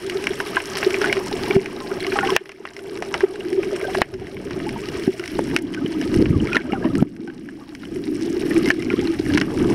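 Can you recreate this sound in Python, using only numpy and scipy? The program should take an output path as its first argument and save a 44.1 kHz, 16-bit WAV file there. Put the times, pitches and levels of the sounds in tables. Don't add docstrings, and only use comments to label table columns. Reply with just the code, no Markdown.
import sys
import numpy as np
from scipy import signal
from scipy.io import wavfile
from scipy.ndimage import uniform_filter1d

SR = 44100
rng = np.random.default_rng(int(sys.argv[2]) if len(sys.argv) > 2 else 0)


def boost_factor(decibels):
    exponent = np.asarray(decibels, float) / 20
    return 10 ** exponent


def log_audio(samples):
    frames = np.atleast_2d(samples).T
    limited = np.clip(frames, -1, 1)
    pcm = np.round(limited * 32767).astype(np.int16)
    wavfile.write(sys.argv[1], SR, pcm)


N = 429534


def evened(x):
    return x / np.sqrt(np.mean(x ** 2) + 1e-20)


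def curve(table, axis=1):
    table = np.array(table)
    return np.interp(np.arange(N) / SR, table[:, 0], table[:, axis])


def read(points, hz):
    f, value = np.transpose(points)
    return np.interp(np.log(hz + 1), np.log(f + 1), value)


def causal(points, size=2048):
    gain = boost_factor(read(points, abs(np.fft.fftfreq(2 * size, 1 / SR))))
    spectrum = np.exp(np.conj(signal.hilbert(np.log(gain))))
    return np.fft.ifft(spectrum).real[:size]


def add(mix, s, sound):
    part = mix[round(s * SR):][:len(sound)]
    part += sound[:len(part)]


def resonate(x, hz, width):
    turn = np.exp(2j * np.pi * np.cumsum(hz) / SR)
    r = np.exp(-np.pi * width / SR)
    return 2 * (turn * signal.lfilter([1 - r], [1, -r], x / turn)).real


def lumpy(lump_db, lump_s):
    bell = np.exp(-(np.arange(-60, 61) * 64 / SR / lump_s) ** 2)
    lumps = evened(np.convolve(rng.standard_normal(N // 64 + 1), bell, "same"))
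    level_db = lump_db * np.interp(np.arange(N) / 64, np.arange(len(lumps)), lumps)
    return evened(rng.standard_normal(N) * boost_factor(level_db))


def ring(hz, t60, rise_s, glide, size=3500):
    t = np.arange(size) / SR
    swing = np.sin(2 * np.pi * hz * t * (1 + glide * t / t60))
    tone = swing * (1 - np.exp(-t / rise_s)) * boost_factor(-60 * t / t60)
    return tone / abs(tone).max()


def scattered(sound, echo_db, echo_s):
    echoes = boost_factor(echo_db) * rng.standard_normal(900) * np.exp(-np.arange(900) / SR / echo_s)
    return signal.convolve(sound, np.append(1, echoes))


def grains(templates, per_s, spread_db, clump_db):
    crowding = np.repeat(rng.standard_normal(N // 900 + 1), 900)[:N]
    clumps = boost_factor(clump_db * evened(crowding))
    size = boost_factor(spread_db * np.minimum(rng.exponential(1, N), 3.5))
    size = size * (rng.random(N) < clumps * per_s / SR)
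    kind = rng.integers(0, len(templates), N)
    return evened(sum(signal.oaconvolve(size * (kind == k), g)[:N] for k, g in enumerate(templates)))


def hiss():
    return boost_factor(-54.0) * rng.standard_normal(N)


# start_s, rumble_db, pocket_boom_db
WATER_FLOW = [(0.0, -30, -22.5), (0.3, -29.5, -23.5), (0.65, -36, -30), (1.0, -33.5, -22), (1.4, -29, -29),
              (1.58, -23, -20.5), (1.9, -27.5, -30.5), (2.3, -27, -19), (2.75, -27, -25),
              (2.92, -24.5, -9.5), (3.15, -26, -18.5), (3.55, -22, -9.5), (3.9, -28, -20.5),
              (4.2, -19.5, -17), (4.6, -17.5, -17.5), (5.0, -26.5, -24), (5.27, -30.5, -29.5),
              (5.42, -19, -15.5), (5.75, -22, -14), (6.05, -19.5, -12.5), (6.16, -11.5, -11),
              (6.33, -3.5, -5.5), (6.44, -5, -8), (6.5, -15, -10), (6.8, -12.5, -11), (7.0, -7, -9),
              (7.2, -17, -9), (7.75, -25, -26), (7.95, -21, -16.5), (8.5, -24, -16), (9.03, -16.5, -10.5),
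              (9.17, -24.5, -23), (9.5, -9, -9.5), (9.74, -9, -6)]
# start_s, level_db
HEAVE_LEVEL = [(0.0, -40.5), (1.2, -47.5), (1.8, -56), (3.1, -36), (3.9, -33.5), (4.17, -18.5), (4.6, -31),
               (5.2, -38), (5.95, -41), (6.15, -22), (6.3, -3), (6.44, -9.5), (6.55, -27), (7.1, -27),
               (7.7, -42), (8.9, -36.5), (9.4, -22), (9.74, -28)]
# pitch_hz, level_db (per Hz)
EDDY_SPECTRUM = [(60, -9.5), (110, -3.5), (200, 1.5), (320, 5), (450, -13.5), (560, -19.5), (1200, -50.5),
                 (4000, -74)]
# pitch_hz, level_db (per Hz)
HEAVE_SPECTRUM = [(10, -39), (30, -6), (55, -5.5), (85, 2), (150, -1), (320, -33), (2000, -80)]


def rumble():
    eddies = evened(signal.oaconvolve(lumpy(1.5, 0.06), causal(EDDY_SPECTRUM, size=4096))[:N])
    surges = evened(signal.oaconvolve(lumpy(3.7, 0.012), causal(HEAVE_SPECTRUM, size=8192))[:N])
    return boost_factor(curve(WATER_FLOW)) * eddies + boost_factor(curve(HEAVE_LEVEL)) * surges


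# start_s, pitch_hz, waver_hz (rms)
POCKET_PITCH = [(0., 384, 11), (3.9, 380.6, 18.5), (5.15, 365, 41), (5.7, 313.5, 37), (6.3, 325, 69),
                (7.75, 288, 41), (8.1, 326.3, 37), (9.74, 332, 38)]


def pocket(top_hz=450.0):
    slosh = uniform_filter1d(rng.standard_normal(N), size=220)
    slosh = evened(uniform_filter1d(slosh, size=220))
    hz = curve(POCKET_PITCH) + curve(POCKET_PITCH, axis=2) * slosh
    once = resonate(lumpy(1.2, 0.012), hz, 93.0)
    twice = resonate(once, hz, 59.0)
    boom = signal.lfilter(*signal.butter(5, top_hz, fs=SR), twice)
    return boost_factor(curve(WATER_FLOW, axis=2)) * evened(boom)


# start_s, reef_crackle_db (before the case), small_bubbles_db
BUSY_SPELLS = [(0.0, -40.5, -35.5), (0.3, -40.5, -33.5), (0.7, -44, -36), (1.05, -39, -32),
               (1.35, -47.5, -35), (1.6, -39.5, -31), (1.92, -44.5, -31), (2.2, -39, -33.5),
               (2.8, -39.5, -30), (3.15, -37.5, -25.5), (3.7, -39.5, -33.5), (4.2, -38.5, -30.5),
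               (4.95, -41, -34.5), (5.2, -46, -49.5), (5.6, -39, -31), (6.22, -40.5, -32.5),
               (6.53, -32, -29), (6.85, -37.5, -24), (7.15, -41.5, -32.5), (8.0, -50, -39.5),
               (8.55, -43.5, -36.5), (9.03, -36.5, -33.5), (9.25, -44.5, -34), (9.42, -32.5, -25),
               (9.55, -34.5, -23), (9.74, -34.5, -21)]
# start_s, fizz_db, wash_treble_db
FINE_REEF = [(0.0, -33.5, -35), (1.0, -33, -42), (2.0, -35.5, -40), (3.0, -28.5, -35), (4.0, -33, -35.5),
             (5.0, -33.5, -38), (5.8, -34.5, -39), (6.5, -30.5, -32.5), (7.2, -35.5, -38), (7.8, -37, -39),
             (8.3, -34.5, -45), (8.9, -33, -36), (9.3, -35.5, -31.5), (9.74, -28.5, -27)]
# pitch_hz, gain_db (relative)
CASE_PASSAGE = [(400, -32.5), (950, -7.5), (1250, -10), (1600, 1.5), (2200, 0), (2550, -3), (2850, 0),
                (3600, -10.5), (4250, -9.5), (4750, -10), (5400, -2.5), (6400, -15.5), (7500, -20.5),
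                (8700, -16), (10600, -17), (11500, -21.5), (13000, -26), (14400, -33), (15500, -58)]


def reef(wash_db=-35.5, follow=0.52, far_hz=6700.0):
    draws = rng.random((2, 20, 2))
    fine = [ring(3000 + 12500 * a, (3.5 + 16.0 * b ** 2) / (3000 + 12500 * a), 0.00006, 0, size=300)
            for a, b in draws[0]]
    coarse = [ring(1200 + 3300 * a, (2.5 + 30.0 * b ** 3) / (1200 + 3300 * a), 0.0001, -0.22, size=1400)
              for a, b in draws[1]]
    spell_db = curve(BUSY_SPELLS)
    wide = lumpy(1.5, 0.012)
    far = signal.lfilter(*signal.butter(3, far_hz, fs=SR), wide)
    treble = signal.lfilter(*signal.butter(3, far_hz, "high", fs=SR), wide)
    water = boost_factor(wash_db + follow * (spell_db - spell_db.mean())) * far
    water += boost_factor(curve(FINE_REEF, axis=2)) * treble
    fizz = grains([scattered(g, -23.0, 0.0032) for g in fine], 650.0, 5.76, 2.8)
    water += boost_factor(curve(FINE_REEF)) * fizz
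    crackle = grains([scattered(g, -31.0, 0.009) for g in coarse], 420.0, 4.6, 3.5)
    water += boost_factor(spell_db) * crackle
    case = causal(CASE_PASSAGE)
    return signal.oaconvolve(water, case / np.linalg.norm(case))[:N]


# start_s, level_db
LARGE_BUBBLES = [(0.0, -44), (2.0, -46), (3.4, -36), (3.75, -24), (4.3, -31), (4.9, -38.5), (6.3, -53),
                 (6.8, -17), (7.1, -50), (9.74, -42)]
# start_s, peak_db (before echoes), start_pitch_hz, t60_s, slide (share of the pitch per half t60)
CLEAR_BUBBLES = [(0.405, -19, 1000, 0.036, 0.024), (0.571, -12.5, 1026, 0.035, -0.027),
                 (1.097, -16.5, 2210, 0.016, -0.048), (1.803, -31.5, 1050, 0.39, -0.066),
                 (2.162, -18, 1310, 0.033, -0.25), (2.208, -17, 1430, 0.079, 0.085),
                 (2.229, -14.5, 797, 0.084, -0.046), (2.227, -24, 1060, 0.059, .05),
                 (2.229, -21, 1806, 0.031, 0.045), (2.283, -28, 1560, 0.08, -.02),
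                 (2.289, -15, 1033, 0.072, -0.094), (3.841, -17, 1600, 0.049, -0.058),
                 (4.665, -17, 836, 0.067, 0.095), (4.76, -18, 896, 0.066, 0.064),
                 (5.773, -19, 1530, 0.067, 0.031), (6.327, -18.5, 1275, 0.12, -0.27),
                 (6.435, -23, 805, 0.1, 0.55), (6.483, -20, 1300, 0.048, .1), (6.517, -11, 1430, 0.026, 0),
                 (6.557, -12, 1115, 0.12, -0.35), (6.59, -11, 1500, 0.04, 0.22),
                 (6.65, -20, 1560, 0.14, -0.081), (6.697, -12, 1340, 0.04, -0.027),
                 (6.72, -13, 2830, 0.034, -0.014), (6.75, -15, 1530, 0.087, -0.38),
                 (6.825, -12, 1700, 0.018, -0.0099), (6.857, -15, 1710, 0.03, 0.2),
                 (6.983, -18, 1320, 0.08, 0.048), (7.276, -15, 790, 0.022, -0.04),
                 (7.61, -25, 1150, 0.05, 0.072), (8.792, -19, 1950, 0.032, 0.14),
                 (8.903, -20.5, 1420, 0.09, -0.042), (8.93, -20, 1080, 0.05, -0.038),
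                 (8.966, -22, 1220, 0.04, 0.19), (9.021, -17, 820, 0.067, -0.023)]
# start_s, peak_db, start_pitch_hz
TINY_BUBBLES = [(2.004, -20, 4300), (2.01, -24, 3520), (2.018, -31, 2376), (2.038, -23, 4660),
                (2.101, -25, 4400), (2.124, -20.5, 2570), (6.401, -9, 3100), (6.554, -9, 4290),
                (6.614, -11, 2400), (6.69, -24, 3150), (8.468, -25, 1750), (8.514, -17, 1950),
                (8.829, -16, 2350), (8.929, -18, 1950), (8.863, -21, 2300)]


def bubbles():
    small = [ring(480 * 3.18 ** a, 0.0013 + 0.065 * b ** 2, 0.0033, 0.5 * (c - 0.5), size=4500)
             for a, b, c in rng.random((24, 3))]
    out = boost_factor(curve(BUSY_SPELLS, axis=2)) * grains(small, 600.0, 2.6, 3.0)
    large = [ring(520 * 1.47 ** a, 0.028 + 0.061 * b, 0.0012, 0.59 * (c - 0.5), size=4500)
             for a, b, c in rng.random((12, 3))]
    out += boost_factor(curve(LARGE_BUBBLES)) * grains(large, 160.0, 6.4, 4.4)
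    for s, peak_db, hz, t60, slide in CLEAR_BUBBLES:
        bubble = ring(hz, t60, 0.0018, slide, size=6000)
        add(out, s, boost_factor(peak_db) * scattered(bubble, -23.5, 0.011))
    for s, peak_db, hz in TINY_BUBBLES:
        add(out, s, boost_factor(peak_db) * ring(hz, 0.023, 0.00053, -0.25, size=1600))
    return out


# start_s, peak_db, ring_pitch_hz, ring_t60_s, crack_db (against the ring)
NEAR_SNAPS = [(0.0979, -4, 2070, 0.0032, 25), (0.2406, -9, 1981, 0.007, 35), (0.2704, 1, 2360, 0.0093, 2),
              (0.334, -14, 2310, 0.006, 6), (0.402, -4.5, 1560, 0.0068, -4), (0.559, -13, 2970, 0.0087, -8),
              (0.5684, -1.5, 1620, 0.037, -26), (0.6027, -10, 2560, 0.0044, -3),
              (0.771, -7.5, 1810, 0.0067, 9.5), (0.829, -6, 1990, 0.0026, -17),
              (0.907, -10, 2920, 0.019, 22), (0.943, -6.5, 2440, 0.014, -7), (1.016, -8, 1440, 0.012, -0.5),
              (1.0425, -7, 1512, 0.039, -26), (1.0588, -9, 1750, 0.015, 0), (1.1274, -1, 2310, 0.0053, 0.5),
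              (1.1687, -9, 1470, 0.0034, -10), (1.5088, -8, 2350, 0.026, -18), (1.565, -9, 690, 0.046, -22),
              (1.6593, -4, 2390, 0.0047, -1), (1.915, -14, 1443, 0.029, -6),
              (2.0462, -10, 2230, 0.019, -21), (2.067, -8.5, 2983, 0.023, 18),
              (2.1202, -12.5, 1580, 0.012, -13), (2.1575, -10.5, 820, 0.13, -21),
              (2.1883, -1, 1610, 0.0058, -19.5), (2.25, -12.5, 2200, 0.01, -2),
              (2.274, -8, 2940, 0.0062, -3), (2.3037, -7, 3270, 0.011, 6), (2.3641, 20, 1390, 0.0038, 1),
              (2.4572, -4.5, 1960, 0.0065, 1), (2.493, 3, 1620, 0.0056, 1), (2.518, -4, 2470, 0.014, 8),
              (2.653, 5, 1320, 0.0055, -12), (2.674, -1.5, 1940, 0.013, -2), (2.7658, -2, 2200, 0.0044, 3),
              (2.7915, -5, 1500, 0.02, 8), (2.9743, -3, 2200, 0.0042, 28), (3.0233, 0, 1650, 0.016, 5),
              (3.0238, 1.5, 720, 0.025, -17), (3.1412, 8, 1480, 0.012, 4), (3.149, 0.5, 874, 0.018, -11),
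              (3.207, -1, 1690, 0.0043, -6), (3.239, -2, 750, 0.018, -19), (3.357, -7, 1590, 0.016, -7),
              (3.406, -8, 2860, 0.018, -7), (3.45, -12, 1800, 0.008, 7), (3.5038, -13, 2370, 0.007, 8),
              (3.5297, -6.5, 2250, 0.01, 16), (3.632, -5, 2260, 0.0048, -20), (3.762, -7.5, 1590, 0.014, 7),
              (3.813, -9, 2330, 0.011, 0), (3.947, -8, 1740, 0.042, 2), (3.951, -1.5, 990, 0.0056, -8),
              (4.0177, 16.5, 930, 0.0016, -13), (4.14, -3.5, 1830, 0.01, 8), (4.198, -13, 2537, 0.0062, 9),
              (4.2696, -8, 2190, 0.0071, 2), (4.368, -8, 2280, 0.01, -29), (4.5087, -5, 1700, 0.0054, -4),
              (4.6008, -7.5, 1856, 0.0061, -9), (4.6918, -4.5, 2330, 0.0064, 13),
              (4.887, -10.5, 2900, 0.026, 11), (5.0786, -13, 800, 0.012, -18),
              (5.196, -9.5, 1450, 0.023, 6.5), (5.2388, -10, 2200, 0.0089, 1),
              (5.258, -11, 2230, 0.0075, 10), (5.2777, -8.5, 2280, 0.012, 19), (5.39, -6, 894, 0.03, -24),
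              (5.5641, 10.5, 2550, 0.0065, 6.5), (5.573, -0.5, 2220, 0.094, 13),
              (5.5875, -4, 2380, 0.0081, 13), (5.7384, -8.5, 3120, 0.016, 2), (5.7465, -3, 2450, 0.0047, 3),
              (5.8613, -8, 3100, 0.016, -15), (6.0137, -6, 1820, 0.017, 11),
              (6.1422, -6.5, 2870, 0.013, 30), (6.2574, -1.5, 2480, 0.0057, -15.5),
              (6.472, -2.5, 2270, 0.027, 1), (6.531, 4, 2520, 0.039, 2), (6.5473, 3, 1420, 0.082, -1),
              (6.556, 3, 1470, 0.017, 4), (6.5673, 15.5, 1830, 0.03, -16), (6.7215, 0.5, 2280, 0.022, -5),
              (6.733, 3.5, 800, 0.088, -22), (6.844, -3.5, 1000, 0.053, -20), (6.8537, -2, 620, 0.055, -21),
              (6.9534, -0.5, 2470, 0.0088, 29), (7.0269, -3, 790, 0.011, -2), (7.165, -7, 2620, 0.006, 9),
              (7.275, -4.5, 1550, 0.07, -2), (7.3, -5, 1610, 0.02, -12), (7.459, -20, 2590, 0.006, 8),
              (7.488, -5, 1730, 0.018, -8), (7.7506, -7, 2320, 0.037, 20), (7.834, -12.5, 1460, 0.02, -13),
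              (7.853, -13, 3080, 0.01, 6), (7.96, -13.5, 2500, 0.008, 7.5), (8.0706, -16, 2300, 0.008, 4),
              (8.211, -14.5, 3020, 0.01, 28), (8.4221, -19, 2470, 0.008, -4),
              (8.509, -14, 1900, 0.011, -12), (8.564, -13.5, 2400, 0.01, -11),
              (8.6585, -7.5, 2140, 0.062, 10.5), (8.676, -12, 2100, 0.039, 4),
              (8.7036, 8, 1790, 0.031, -13), (8.8236, -6.5, 2800, 0.022, 7), (8.902, -1, 2354, 0.0092, -20),
              (8.9928, -8, 3270, 0.007, 4), (9.0532, -12, 2800, 0.018, -3), (9.073, -5.5, 4220, 0.0079, -3),
              (8.687, -8, 5130, 0.007, 10), (8.713, 0, 4500, 0.006, 7), (9.263, -13, 1860, 0.0076, -2),
              (9.301, -13.5, 1700, 0.044, -11), (9.3376, -6.5, 2293, 0.01, 19), (9.375, 6, 1770, 0.011, 2),
              (9.38, 4.5, 1580, 0.015, 6), (9.414, 9, 1970, 0.011, 1)]
# pitch_hz, level_db (against the ring), t60_s
SHELL_RINGS = [(664, -21, 0.049), (812, -16.5, 0.03), (1080, -16.5, 0.031), (1620, -38, 0.05),
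               (2560, -28, 0.012)]


def snaps(rise_s=0.00026, tail_db=-14.0, tail_s=0.0037, tail_hz=3050.0, crack_hz=6450.0, duller_per_db=0.08):
    out, t, case = np.zeros(N), np.arange(3500) / SR, causal(CASE_PASSAGE)
    noise = rng.standard_normal((len(NEAR_SNAPS), len(t)))
    tails = signal.lfilter(*signal.butter(4, tail_hz, fs=SR), noise)
    tails = tails * (np.exp(-t / tail_s) + boost_factor(-12.0) * np.exp(-t / 0.015))
    tails = signal.oaconvolve(tails, case[None], axes=1)[:, :len(t)]
    shell = sum(boost_factor(db) * ring(hz, t60, rise_s, 0) for hz, db, t60 in SHELL_RINGS)
    for (s, peak_db, hz, t60, crack_db), tail in zip(NEAR_SNAPS, tails):
        snap = ring(hz, t60, rise_s, -0.058) + shell
        snap += boost_factor(tail_db) * tail / tail[:300].std()
        top_hz = min(crack_hz * np.exp(-duller_per_db * peak_db), 20000)
        front = signal.lfilter(*signal.butter(1, top_hz, fs=SR), case[:1000])
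        crack = scattered(front, -18.5, 0.0033)
        snap[:len(crack)] += boost_factor(crack_db) * crack / abs(crack).max()
        add(out, s, boost_factor(peak_db) * snap / abs(snap).max())
    return out


def swing(out, middle_s, level_db, hz, length_s):
    t = np.arange(-2200, 2200) / SR
    bell = 0.5 ** ((2 * t / length_s) ** 2)
    add(out, middle_s + t[0], -boost_factor(level_db) * np.sin(2 * np.pi * hz * t) * bell)


# middle_s, level_db, length_s
WATER_SLAPS = [(0.164, -12, 0.033), (0.312, -7, 0.011), (0.872, -3, 0.012), (1.18, -11, 0.026),
               (1.34, -10.5, 0.0098), (1.511, -10.5, 0.012), (1.577, 3.5, 0.025), (1.921, -8, 0.013),
               (2.085, -13, 0.027), (2.135, -12, 0.019), (2.263, -11.5, 0.0091), (2.324, -6, 0.017),
               (2.417, -1, 0.011), (2.606, -3, 0.0071), (3.243, 12.5, 0.012), (3.588, 2.5, 0.031),
               (3.978, -6.5, 0.017), (4.022, 3, 0.005), (4.148, -3, 0.028), (4.223, -3, 0.01),
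               (5.093, -1, 0.017), (5.203, -10.5, 0.012), (6.163, 0, 0.011), (6.495, -5, 0.013),
               (8.575, -4.5, 0.032), (8.941, 5.5, 0.005), (8.992, 2, 0.0039), (9.102, -2.5, 0.031),
               (9.2, -1.5, 0.0062)]


def glugs():
    out = np.zeros(N)
    times, pitches = np.transpose(POCKET_PITCH)[:2]
    for s, level_db, length_s in WATER_SLAPS:
        swing(out, s, level_db, 1.013 * np.interp(s, times, pitches), length_s)
    return out


# start_s, peak_db (before echoes), pitch_hz
SHRIMP_TICKS = [(0.657, -12, 5500), (0.734, -17.5, 5300), (0.9872, -21, 5870), (1.4304, -23.5, 5210),
                (3.7309, -16, 5240), (5.4765, -21, 5530), (5.623, -8.5, 9500), (5.7758, -27, 5340),
                (6.982, -6.5, 7920), (8.224, -12, 5350), (8.254, -22, 5640), (8.3285, -16, 5650),
                (9.0139, -9, 5000), (9.3474, -9, 4540), (9.401, 0, 4520)]


def ticks():
    out = np.zeros(N)
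    for s, peak_db, hz in SHRIMP_TICKS:
        tick = ring(hz, 5.5 / hz, 0.00006, 0, size=300)
        add(out, s, boost_factor(peak_db) * scattered(tick, -25.0, 0.0027))
    return out


# middle_s, level_db, pitch_hz
CASE_THUMPS = [(1.5665, 0.5, 197), (5.08, 3.5, 269), (5.393, 0.5, 450), (5.848, 0, 210), (6.226, 7, 310),
               (6.248, 3, 292), (6.308, 9, 139), (6.37, 8, 307), (6.433, 1, 192), (6.732, 12, 297),
               (6.855, 7.5, 253), (7.0274, 22.5, 233), (9.421, 6.5, 271)]


def thumps():
    out = np.zeros(N)
    for s, level_db, hz in CASE_THUMPS:
        swing(out, s, level_db, hz, 1.11 / hz)
    return out


def scene():
    background = hiss() + rumble() + pocket() + reef()
    return (background + bubbles() + snaps() + glugs() + ticks() + thumps())[None]


def top_cut(x):
    return signal.sosfilt(signal.butter(12, 16670, fs=SR, output="sos"), x)


# pitch_hz, width_hz
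DEAD_SPOTS = [(3630, 110), (7420, 70), (14830, 100)]


def record(dry, limit_db=-6.5, recover_db_per_s=16.5, start_db=9.0, attack_s=0.0015):
    low_pass = signal.firwin(701, 15800, window=("kaiser", 8), fs=SR)
    x = signal.oaconvolve(dry, low_pass[None], "same")
    for hz, width in DEAD_SPOTS:
        x = signal.lfilter(*signal.iirnotch(hz, hz / width, SR), x)
    climb = np.arange(N) * recover_db_per_s / SR
    over_db = 20 * np.log10(abs(x[0]) + 1e-9) - limit_db
    highest_db = np.maximum.accumulate(np.maximum(over_db + climb, start_db))
    held_db = np.maximum(highest_db - climb, 0)
    r = np.exp(-1 / (attack_s * SR))
    duck_db = signal.lfilter([1 - r], [1, -r], held_db - start_db) + start_db
    mix = np.clip(x / boost_factor(duck_db), -0.71, 0.71)
    return top_cut(mix)


dry = scene()
out = record(dry)
log_audio(out)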